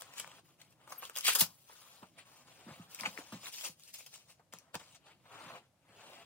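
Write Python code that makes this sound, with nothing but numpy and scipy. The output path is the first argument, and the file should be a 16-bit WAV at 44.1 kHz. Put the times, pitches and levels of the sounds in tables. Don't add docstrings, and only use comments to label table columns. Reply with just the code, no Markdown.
import sys
import numpy as np
from scipy import signal
from scipy.fft import rfft, irfft
from scipy.io import wavfile
from scipy.ndimage import uniform_filter1d

SR = 44100
rng = np.random.default_rng(int(sys.argv[2]) if len(sys.argv) > 2 else 0)


def materialize(psi):
    bounded = np.clip(np.atleast_2d(psi).T, -1, 1)
    quanta = np.round(bounded * 32767).astype(np.int16)
    wavfile.write(sys.argv[1], SR, quanta)


N = 275914


def gain_of(db):
    return 10 ** (np.asarray(db) / 20)


def unit_rms(x):
    return x / np.sqrt(np.mean(x ** 2) + 1e-20)


def curve_at(points, hz):
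    f, value = np.transpose(points)
    return np.interp(np.log(hz + 1), np.log(f + 1), value)


def automation(table):
    times, *columns = np.transpose(table)
    return [np.interp(np.arange(N) / SR, times, column) for column in columns]


def colour(x, spectrum):
    log_gain = np.log(gain_of(np.maximum(curve_at(spectrum, abs(np.fft.fftfreq(4096, 1 / SR))), -70)))
    taps = np.fft.ifft(np.exp(signal.hilbert(log_gain).conj())).real[:2048]
    return signal.oaconvolve(x, taps / np.linalg.norm(taps))[:N]


def resonate(x, hz, width_hz):
    carrier, r = np.exp(2j * np.pi * np.cumsum(hz) / SR), np.exp(-np.pi * width_hz / SR)
    smooth = signal.lfilter([(1 - r) ** 2], [1, -2 * r, r * r], x / carrier)
    return (carrier * smooth).real * np.sqrt(8 / (1 - r))


def slips(per_s, spread_db, clump_db, clump_s):
    size = gain_of(spread_db * np.minimum(rng.exponential(1, N), 3.6)) * rng.choice([-1., 1.], N)
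    clumps = unit_rms(uniform_filter1d(rng.standard_normal(N), max(round(clump_s * SR), 2)))
    return unit_rms(size * (rng.random(N) < per_s / SR) * gain_of(clump_db * clumps))


# (start [s], rise [s], hold [s], fall [s], strap force [dB], cloth force [dB], webbing resonance [dB])
SLIDES = [(-.01, 0.014, 0.0044, 0.02, -60.5, -55, -6.5), (-.02, 0.0067, 0.41, 0.02, -68.5, -61.5, 5),
          (0.124, 0.061, .005, 0.08, -52, -57, 3), (0.417, 0.032, 0.066, 0.097, -77.5, -73, 3.5),
          (0.565, 0.036, .005, 0.19, -72.5, -67.5, 6), (0.684, 0.023, .02, 0.036, -76.5, -70, 3.5),
          (0.736, 0.08, 0.31, 0.044, -80, -64.5, 9.5), (0.864, 0.041, .005, 0.24, -62.5, -56.5, 2),
          (0.981, 0.045, 0.025, 0.15, -60.5, -61, 4.5), (1.137, 0.036, .01, 0.059, -48, -49.5, 3),
          (1.222, 0.032, 0.026, 0.023, -39.5, -46.5, 4), (1.342, .008, 0.068, 0.095, -49.5, -46.5, -0.5),
          (1.457, 0.031, 0.4, .05, -75, -79, -0.5), (1.64, 0.055, 0.29, 0.23, -68.5, -66, 2.5),
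          (2.009, 0.02, 0.003, 0.053, -73.5, -50.5, 21), (2.133, 0.048, .005, 0.093, -71.5, -60, 12.5),
          (2.21, 0.061, .14, 0.11, -70, -64, 3.5), (2.415, 0.061, 0.36, 0.18, -70, -62.5, 5.5),
          (2.601, 0.08, 0.023, 0.17, -87, -53.5, 20), (2.695, 0.041, .005, 0.035, -68, -78, 8),
          (2.848, 0.065, 0.23, 0.16, -63, -63, 1.5), (2.986, 0.066, 0.0043, 0.076, -61, -43, 21),
          (3.126, 0.064, .005, 0.074, -57, -48.5, 3.5), (3.185, 0.047, 0.16, 0.039, -67, -64, 4),
          (3.359, 0.11, 0.014, 0.036, -51, -54.5, 2.5), (3.51, 0.015, 0.14, 0.063, -53.5, -66, 0.5),
          (3.611, 0.04, 0.0032, 0.064, -42.5, -46.5, 0), (3.71, 0.12, 0.078, .03, -66.5, -82, 0),
          (3.919, 0.02, .005, 0.31, -58.5, -76, -1), (4.1, 0.04, .005, 0.12, -57.5, -64.5, 2),
          (4.245, 0.057, 0.0057, 0.066, -63.5, -64, 1), (4.36, 0.024, 0.0036, 0.067, -91, -76.5, 12),
          (4.519, 0.013, .005, 0.14, -65, -60.5, 2.5), (4.587, 0.02, 0.11, 0.033, -92, -70.5, 10.5),
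          (4.737, 0.015, 0.0029, 0.015, -52, -39, 5.5), (4.748, .02, 0.2, 0.018, -70, -69, 2),
          (4.983, 0.085, 0.045, .07, -72.5, -61, 11), (5.205, 0.12, 0.18, 0.07, -66.5, -54, 9.5),
          (5.294, 0.21, 0.065, 0.062, -65.5, -51.5, 11.5), (5.59, 0.031, 0.039, 0.0495, -85, -72, 8),
          (5.784, 0.11, 0.076, .1, -81.5, -65, 10.5), (5.824, 0.19, 0.21, 0.054, -69, -55, 8.5)]
def slides():
    t, power = np.arange(0, N / SR + .01, .002), 1e-14
    ramp_db = 25
    for start, rise, hold, fall, straps_db, cloth_db, webbing_db in SLIDES:
        attack = (start + rise - t) / max(rise, .005)
        release = (t - start - rise - hold) / max(fall, .005)
        dip_db = ramp_db * np.maximum(np.maximum(attack, release), 0)
        strap_power, cloth_power = gain_of(np.array([[straps_db], [cloth_db]]) - dip_db) ** 2
        power = power + np.array([strap_power, cloth_power, strap_power * webbing_db])
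    pull, rub, webbing_db = np.sqrt(power[0]), np.sqrt(power[1]), power[2] / power[0]
    return [np.interp(np.arange(N) / SR, t, curve) for curve in (pull, rub, webbing_db)]


# (frequency [Hz], relative level [dB])
HOOK_EQ = [(2000, -61), (4000, -1), (5000, 8), (7000, 5.5), (9200, 1), (12500, -23)]
SIZZLE_EQ = [(6000, -48.5), (9500, 5), (11000, 10), (13000, 7.5), (15500, 8), (17000, -7.5)]
# (time [s], relative level [dB])
SIZZLE_RIDE = [(0, -5), (.8, 2.5), (1.2, 2), (1.45, 0.5), (2.0, -1.5), (2.9, -2), (3.7, -5), (4.4, -6.5),
               (5.0, -10), (6.26, -2)]
def straps(pull, tug, webbing_db):
    sizzle_db = automation(SIZZLE_RIDE)[0] - 1.25 * webbing_db
    webbing_hz = 2865 - 36 * webbing_db
    force = np.hypot(pull, tug)
    torn_share = np.clip(0.63 + 0.0084 * (20 * np.log10(force) + 65) - 0.065 * webbing_db, 0, .5)
    tearing = slips(per_s=1500, spread_db=2.6, clump_db=1.4, clump_s=0.005)
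    loops = slips(per_s=14000, spread_db=1.5, clump_db=1.8, clump_s=0.011)
    drive = force * (np.sqrt(1 - torn_share) * loops + np.sqrt(torn_share) * tearing)
    ring = resonate(drive * gain_of(webbing_db), webbing_hz, width_hz=2400)
    webbing = signal.lfilter(*signal.butter(2, 1500, "high", fs=SR), ring)
    sizzle = colour(drive * gain_of(sizzle_db), SIZZLE_EQ)
    return gain_of(4) * colour(drive, HOOK_EQ) + gain_of(6) * sizzle + gain_of(-0.4) * webbing


# (frequency [Hz], relative level [dB])
WEAVE_EQ = [(150, -43.5), (330, -17), (520, 0.5), (800, -4.5), (1150, 3), (1450, -0.5), (1850, -4.5),
            (3500, -19.5)]
PADDING_EQ = [(40, -45), (80, -16.5), (120, -0.5), (160, 0.5), (230, -13), (330, -6), (600, -33)]
# (time [s], rumble drive [dB], pitch of the cloth fold [Hz])
BODY_SHIFTS = [(0.0, -71, 1020), (0.4, -67.5, 975), (0.71, -69.5, 820), (1.22, -81, 1285), (1.62, -78, 830),
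               (1.74, -95, 1290), (2.14, -64.5, 694), (2.23, -73.5, 999), (2.65, -64.5, 745),
               (3.06, -73, 1120), (3.15, -70, 750), (3.55, -72.5, 960), (3.98, -92.5, 900),
               (4.55, -74.5, 898), (4.75, -78.5, 890), (5.2, -69, 770), (5.36, -62, 1000),
               (5.52, -59.5, 952), (5.68, -85, 700), (5.85, -75, 731), (6.1, -66.5, 690), (6.26, -85, 660)]
def cloth(rub, tug):
    rumble_db, fold_hz = automation(BODY_SHIFTS)
    threads = slips(per_s=8000, spread_db=1.8, clump_db=1.0, clump_s=0.014) * np.hypot(rub, tug)
    hollow = resonate(threads, fold_hz, width_hz=900)
    swish = gain_of(-7.5) * colour(threads, WEAVE_EQ) + gain_of(-3.5) * hollow
    padding = slips(per_s=4800, spread_db=0.75, clump_db=1.3, clump_s=0.024) * gain_of(rumble_db)
    return swish + gain_of(-3) * colour(padding, PADDING_EQ)


# (frequency [Hz], correlation [0-1])
PORT_LIKENESS = [(100, .985), (500, .9), (1500, .4), (3000, .1), (15000, .1)]
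def diffuse_spectra(frames, hz):
    a, b, c, d = rng.standard_normal((frames, len(hz), 4)).T
    likeness = curve_at(PORT_LIKENESS, hz)[:, None]
    left = a + 1j * b
    right = likeness * left + np.sqrt(1 - likeness ** 2) * (c + 1j * d)
    return np.ascontiguousarray([left, right])


# (frequency [Hz], relative level [dB])
ROOM_TONE_EQ = [(20, -17.5), (45, -16.5), (85, 3.5), (135, 7.5), (400, -8), (580, -0.5), (1040, -9.5),
                (1500, -13.5), (3000, -15.5), (4300, -17), (10000, -19), (16000, -27.5)]
def room_tone():
    hz = np.fft.rfftfreq(1024, 1 / SR)
    spectra = diffuse_spectra(N // 256 + 5, hz) * gain_of(curve_at(ROOM_TONE_EQ, hz))[:, None]
    return gain_of(-74) * unit_rms(signal.istft(spectra, nperseg=1024, noverlap=768)[1][:, :N])


# (time [s], snap drive [dB], ring drive [dB], knock drive [dB], ring pitch [Hz])
HOOK_SNAPS = [(0.0105, -35, -43, -42, 3370), (0.0207, -30.5, -45, -35, 3270), (0.138, -45, -48, -40, 2550),
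              (0.1984, -23.5, -46, -37, 3300), (0.2453, -60, -41.5, -42, 2340),
              (0.276, -45, -64, -35, 2760), (0.316, -58, -45, -46, 2950), (0.8746, -58, -64, -64, 2280),
              (0.8983, -44, -70, -63, 2840), (0.9231, -37, -48, -40, 1980), (1.0241, -59, -51, -34, 2370),
              (1.036, -48, -36, -52, 2780), (1.0527, -32, -37, -62, 3330), (1.0974, -42, -69, -29.5, 3080),
              (1.156, -29.5, -36, -59, 3330), (1.1627, -24, -32, -35, 3350),
              (1.1719, -21.5, -47, -37, 3030), (1.1862, -23, -47, -35, 2460), (1.2094, -26, -35, -52, 3190),
              (1.351, -15, -44, -35, 3660), (1.3613, -17, -38, -32, 3550), (2.9472, -27, -45, -52, 2400),
              (2.9896, -45, -37, -58, 2400), (2.9998, -37, -33.5, -56, 2320),
              (3.0095, -25.5, -35, -54, 3400), (3.0347, -46, -29.5, -51, 1990),
              (3.0542, -48, -34, -44, 2300), (3.0591, -48, -18.5, -41, 2430), (3.1761, -45, -29, -37, 2100),
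              (3.1886, -50, -60, -36, 3200), (3.3232, -61, -48, -38, 2060), (3.4582, -40, -31, -46, 3820),
              (3.469, -45, -33.5, -63, 2150), (3.5464, -51, -39, -40, 3800), (3.5837, -50, -40, -57, 2220),
              (3.6114, -33, -31.5, -43, 3320), (3.797, -45, -60, -55, 3550), (3.836, -41, -49, -74, 3850),
              (3.9403, -31, -60, -71, 3030), (4.0072, -47, -46.5, -50, 2460),
              (4.0636, -54, -41.5, -63, 3170), (4.1584, -45, -62, -42, 3560),
              (4.537, -31.5, -51, -38.5, 1940), (4.5868, -38.5, -55, -61, 2500),
              (4.7432, -42, -46, -35, 1910), (4.7535, -29.5, -39, -31.5, 2670)]
def hook_snaps():
    length = 900
    t, drive, rings = np.arange(length) / SR, np.zeros((2, N + length)), np.zeros(N + length)
    burst = np.exp(-t / .0005) + 0.038 * np.exp(-t / 0.0048)
    pluck = t / 0.00035 * np.exp(1 - t / 0.0005)
    for start, snap_db, ring_db, knock_db, hz in HOOK_SNAPS:
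        at = slice(round(start * SR), round(start * SR) + length)
        drive[:, at] += gain_of([[snap_db], [knock_db]]) * burst * rng.choice([-1., 1.], length)
        rings[at] += gain_of(ring_db) * pluck * np.sin(2 * np.pi * hz * t)
    snap = colour(drive[0], HOOK_EQ) + 0.6 * colour(drive[0], SIZZLE_EQ)
    knock = colour(drive[1], WEAVE_EQ)
    return gain_of(-3.5) * snap + gain_of(-4) * rings[:N] + gain_of(2) * knock


# (time [s], peak drive [dB], cloth relative to straps [dB], 60 dB decay [s])
TUGS = [(0.1764, -37, -17, 0.056), (0.198, -27.5, 0.5, 0.024), (0.6137, -41, -12, 0.026),
        (0.8744, -49, 17, 0.031), (0.9197, -34, 7, 0.033), (1.025, -46.5, 20.5, 0.054),
        (1.051, -40, -11, 0.038), (1.154, -50, -13, 0.048), (1.1707, -42, -18.5, 0.077),
        (1.2465, -35, -1, 0.15), (1.265, -25, -22, 0.27), (1.279, -20.5, -1.5, 0.12),
        (1.321, -35, -31, 0.063), (1.3513, -20, -4, 0.066), (1.385, -27, -24, 0.086),
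        (1.394, -23.5, -9, 0.085), (1.4058, -17.5, -7.5, 0.084), (1.695, -65, 29.5, .04),
        (1.723, -58, 22, .03), (1.815, -67.5, 18, 0.12), (2.0274, -66, 21, 0.063), (2.1802, -52, 3.5, 0.15),
        (2.946, -46.5, -24.5, 0.095), (2.9895, -43.5, 2.5, 0.21), (3.031, -51, 21, 0.03),
        (3.054, -32.5, 5.5, 0.085), (3.1744, -63, -5.5, 0.059), (3.322, -46, 8.5, 0.2),
        (3.429, -47.5, -3, 0.23), (3.4674, -41, -4, 0.06), (3.5274, -52, 1, 0.1),
        (3.5844, -40.5, -19, 0.11), (3.6406, -40, -15, 0.05), (3.874, -48.5, -11, 0.12),
        (3.939, -39, -13, 0.093), (3.984, -46, -4.5, 0.16), (4.0615, -41.5, -2, 0.047),
        (4.13, -60, 12, 0.018), (4.3946, -72, 27, 0.065), (4.5233, -48.5, 9, 0.075),
        (4.742, -36.5, 17, 0.045), (4.794, -51, 8, 0.19), (4.945, -49, 0, 0.083),
        (5.253, -64.5, 19.5, 0.061)]
def tugs():
    length, attack_s = 6000, .002
    crest_db = 9
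    t, force = np.arange(length) / SR, np.zeros((2, N + length))
    for start, db, cloth_db, t60 in TUGS:
        envelope = gain_of(db - crest_db - 60 * t / t60) * (1 - np.exp(-t / attack_s))
        at = round(start * SR)
        force[:, at:at + length] += gain_of([[0], [cloth_db]]) * envelope
    return force[:, :N]


# (time [s], relative level [dB], pitch [Hz], 60 dB decay [s])
THIN_TONE = [(.978, -34.5, 12480, 0.091)]
def thin_tone():
    (start, db, hz, t60), = THIN_TONE
    t = np.maximum(np.arange(N) / SR - start, 0)
    return gain_of(db - 60 * t / t60) * (1 - np.exp(-t / 0.0045)) * np.sin(2 * np.pi * hz * t)


# (time [s], relative level [dB], settled pitch [Hz], 60 dB decay [s])
PATS = [(1.416, -37.5, 161.3, 0.1), (2.027, -47, 176, 0.058), (2.664, -48.5, 198, 0.14),
        (2.685, -45.5, 186, 0.075), (2.706, -47.5, 145, 0.1), (2.796, -46, 167.5, 0.11),
        (3.013, -56, 200, 0.28), (3.071, -46.5, 176, 0.091), (3.185, -43.5, 261, 0.056),
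        (3.324, -45, 193, 0.18), (3.341, -41, 173, 0.079), (3.364, -44, 153, 0.026),
        (3.693, -54.5, 161.6, 0.087), (4.536, -54, 165.4, 0.075), (4.754, -43, 160, 0.065),
        (5.46, -55.5, 165, 0.13), (5.894, -59.5, 170, .06)]
def pats():
    length, attack_s, chest_gain = 9000, .003, .3
    t, thuds = np.arange(length) / SR, np.zeros(N + length)
    for start, db, hz, t60 in PATS:
        phase = 2 * np.pi * hz * (t + 0.0044 * (1 - np.exp(-t / 0.0038)))
        envelope = gain_of(db - 60 * t / t60) * (1 - np.exp(-t / attack_s))
        at = round(start * SR)
        thuds[at:at + length] += envelope * (np.sin(phase) + chest_gain * np.sin(0.62 * phase))
    return thuds[:N]


# (frequency [Hz], phase lead of the left port [rad])
LEFT_LEAD = [(100, -2), (1100, 1), (2500, 0.56), (3500, 1.55), (4500, 3), (7000, 3.5), (9000, 4.5),
             (11000, 3.5), (13000, 2), (15000, 7)]
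def close_up(x):
    hz, t, spectra = signal.stft(x, SR, nperseg=256, noverlap=192)
    treble = np.clip(hz / 2200, 0, 1)[:, None]
    jitter = rng.standard_normal(spectra.shape[::-1]).T
    wander = unit_rms(uniform_filter1d(uniform_filter1d(jitter, 14, axis=1), 9, axis=0))
    half_lead = np.exp(.5j * (curve_at(LEFT_LEAD, hz)[:, None] + 0.98 * treble * wander))
    direct = np.array([half_lead, 1 / half_lead])
    scatter = diffuse_spectra(len(t), hz).view(float).reshape(2, len(hz), -1, 2)
    patches = uniform_filter1d(uniform_filter1d(scatter, 20, axis=2), 6, axis=1)
    reflections = .36 * treble * (unit_rms(patches) @ [1, 1j])
    return signal.istft(spectra * (direct + reflections), nperseg=256, noverlap=192)[1][:, :N]


# (frequency [Hz], 60 dB decay [s])
ROOM_DECAY = [(100, 0.42), (500, 0.059), (2000, 0.1), (6000, 0.13), (15000, 0.05)]
def room_echo(x):
    hz, t = np.fft.rfftfreq(256, 1 / SR), np.arange(150) * 64 / SR
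    decay = gain_of(-60 * t / curve_at(ROOM_DECAY, hz)[:, None])
    wet, crossfade = 0, np.pi * 6.5 * np.arange(N) / SR
    for k in range(3):
        tail = signal.istft(diffuse_spectra(len(t), hz) * decay, nperseg=256, noverlap=192)[1]
        tail = tail * (1 - np.exp(-np.arange(tail.shape[1]) / SR / 0.002))
        send = x * np.cos(crossfade + k * np.pi / 3) * np.sqrt(2 / 3)
        wet = wet + signal.oaconvolve(send[None], tail / np.linalg.norm(tail[0]), axes=1)[:, :N]
    return wet


def scene():
    pull, rub, webbing_db = slides()
    strap_tug, cloth_tug = tugs()
    vest = straps(pull, strap_tug, webbing_db) + hook_snaps() + cloth(rub, cloth_tug) + thin_tone()
    thuds = pats()
    foreground = gain_of(-2) * close_up(vest) + gain_of(5) * thuds
    return foreground + gain_of(-10) * room_echo(vest + 0.5 * thuds) + room_tone()


# (frequency [Hz], tilt before scaling [dB])
PORT_TILT = [(60, -2.5), (180, -0.5), (550, -0.5), (1650, 4.5), (4970, 6.5), (15000, 1.5)]
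def record(dry):
    low_cut_hz, high_cut_hz = 62, 15900
    hz = np.fft.rfftfreq(N, 1 / SR)
    tilt = gain_of(0.32 * curve_at(PORT_TILT, hz))
    low_cut = (hz / low_cut_hz) ** 3 / np.sqrt(1 + (hz / low_cut_hz) ** 6)
    ports = irfft(rfft(dry) * low_cut * np.array([tilt, 1 / tilt]), N)
    high_cut = signal.firwin(511, high_cut_hz, window=("kaiser", 9), fs=SR)
    return signal.oaconvolve(ports, high_cut[None], "same")


dry = scene()
out = record(dry)
materialize(out)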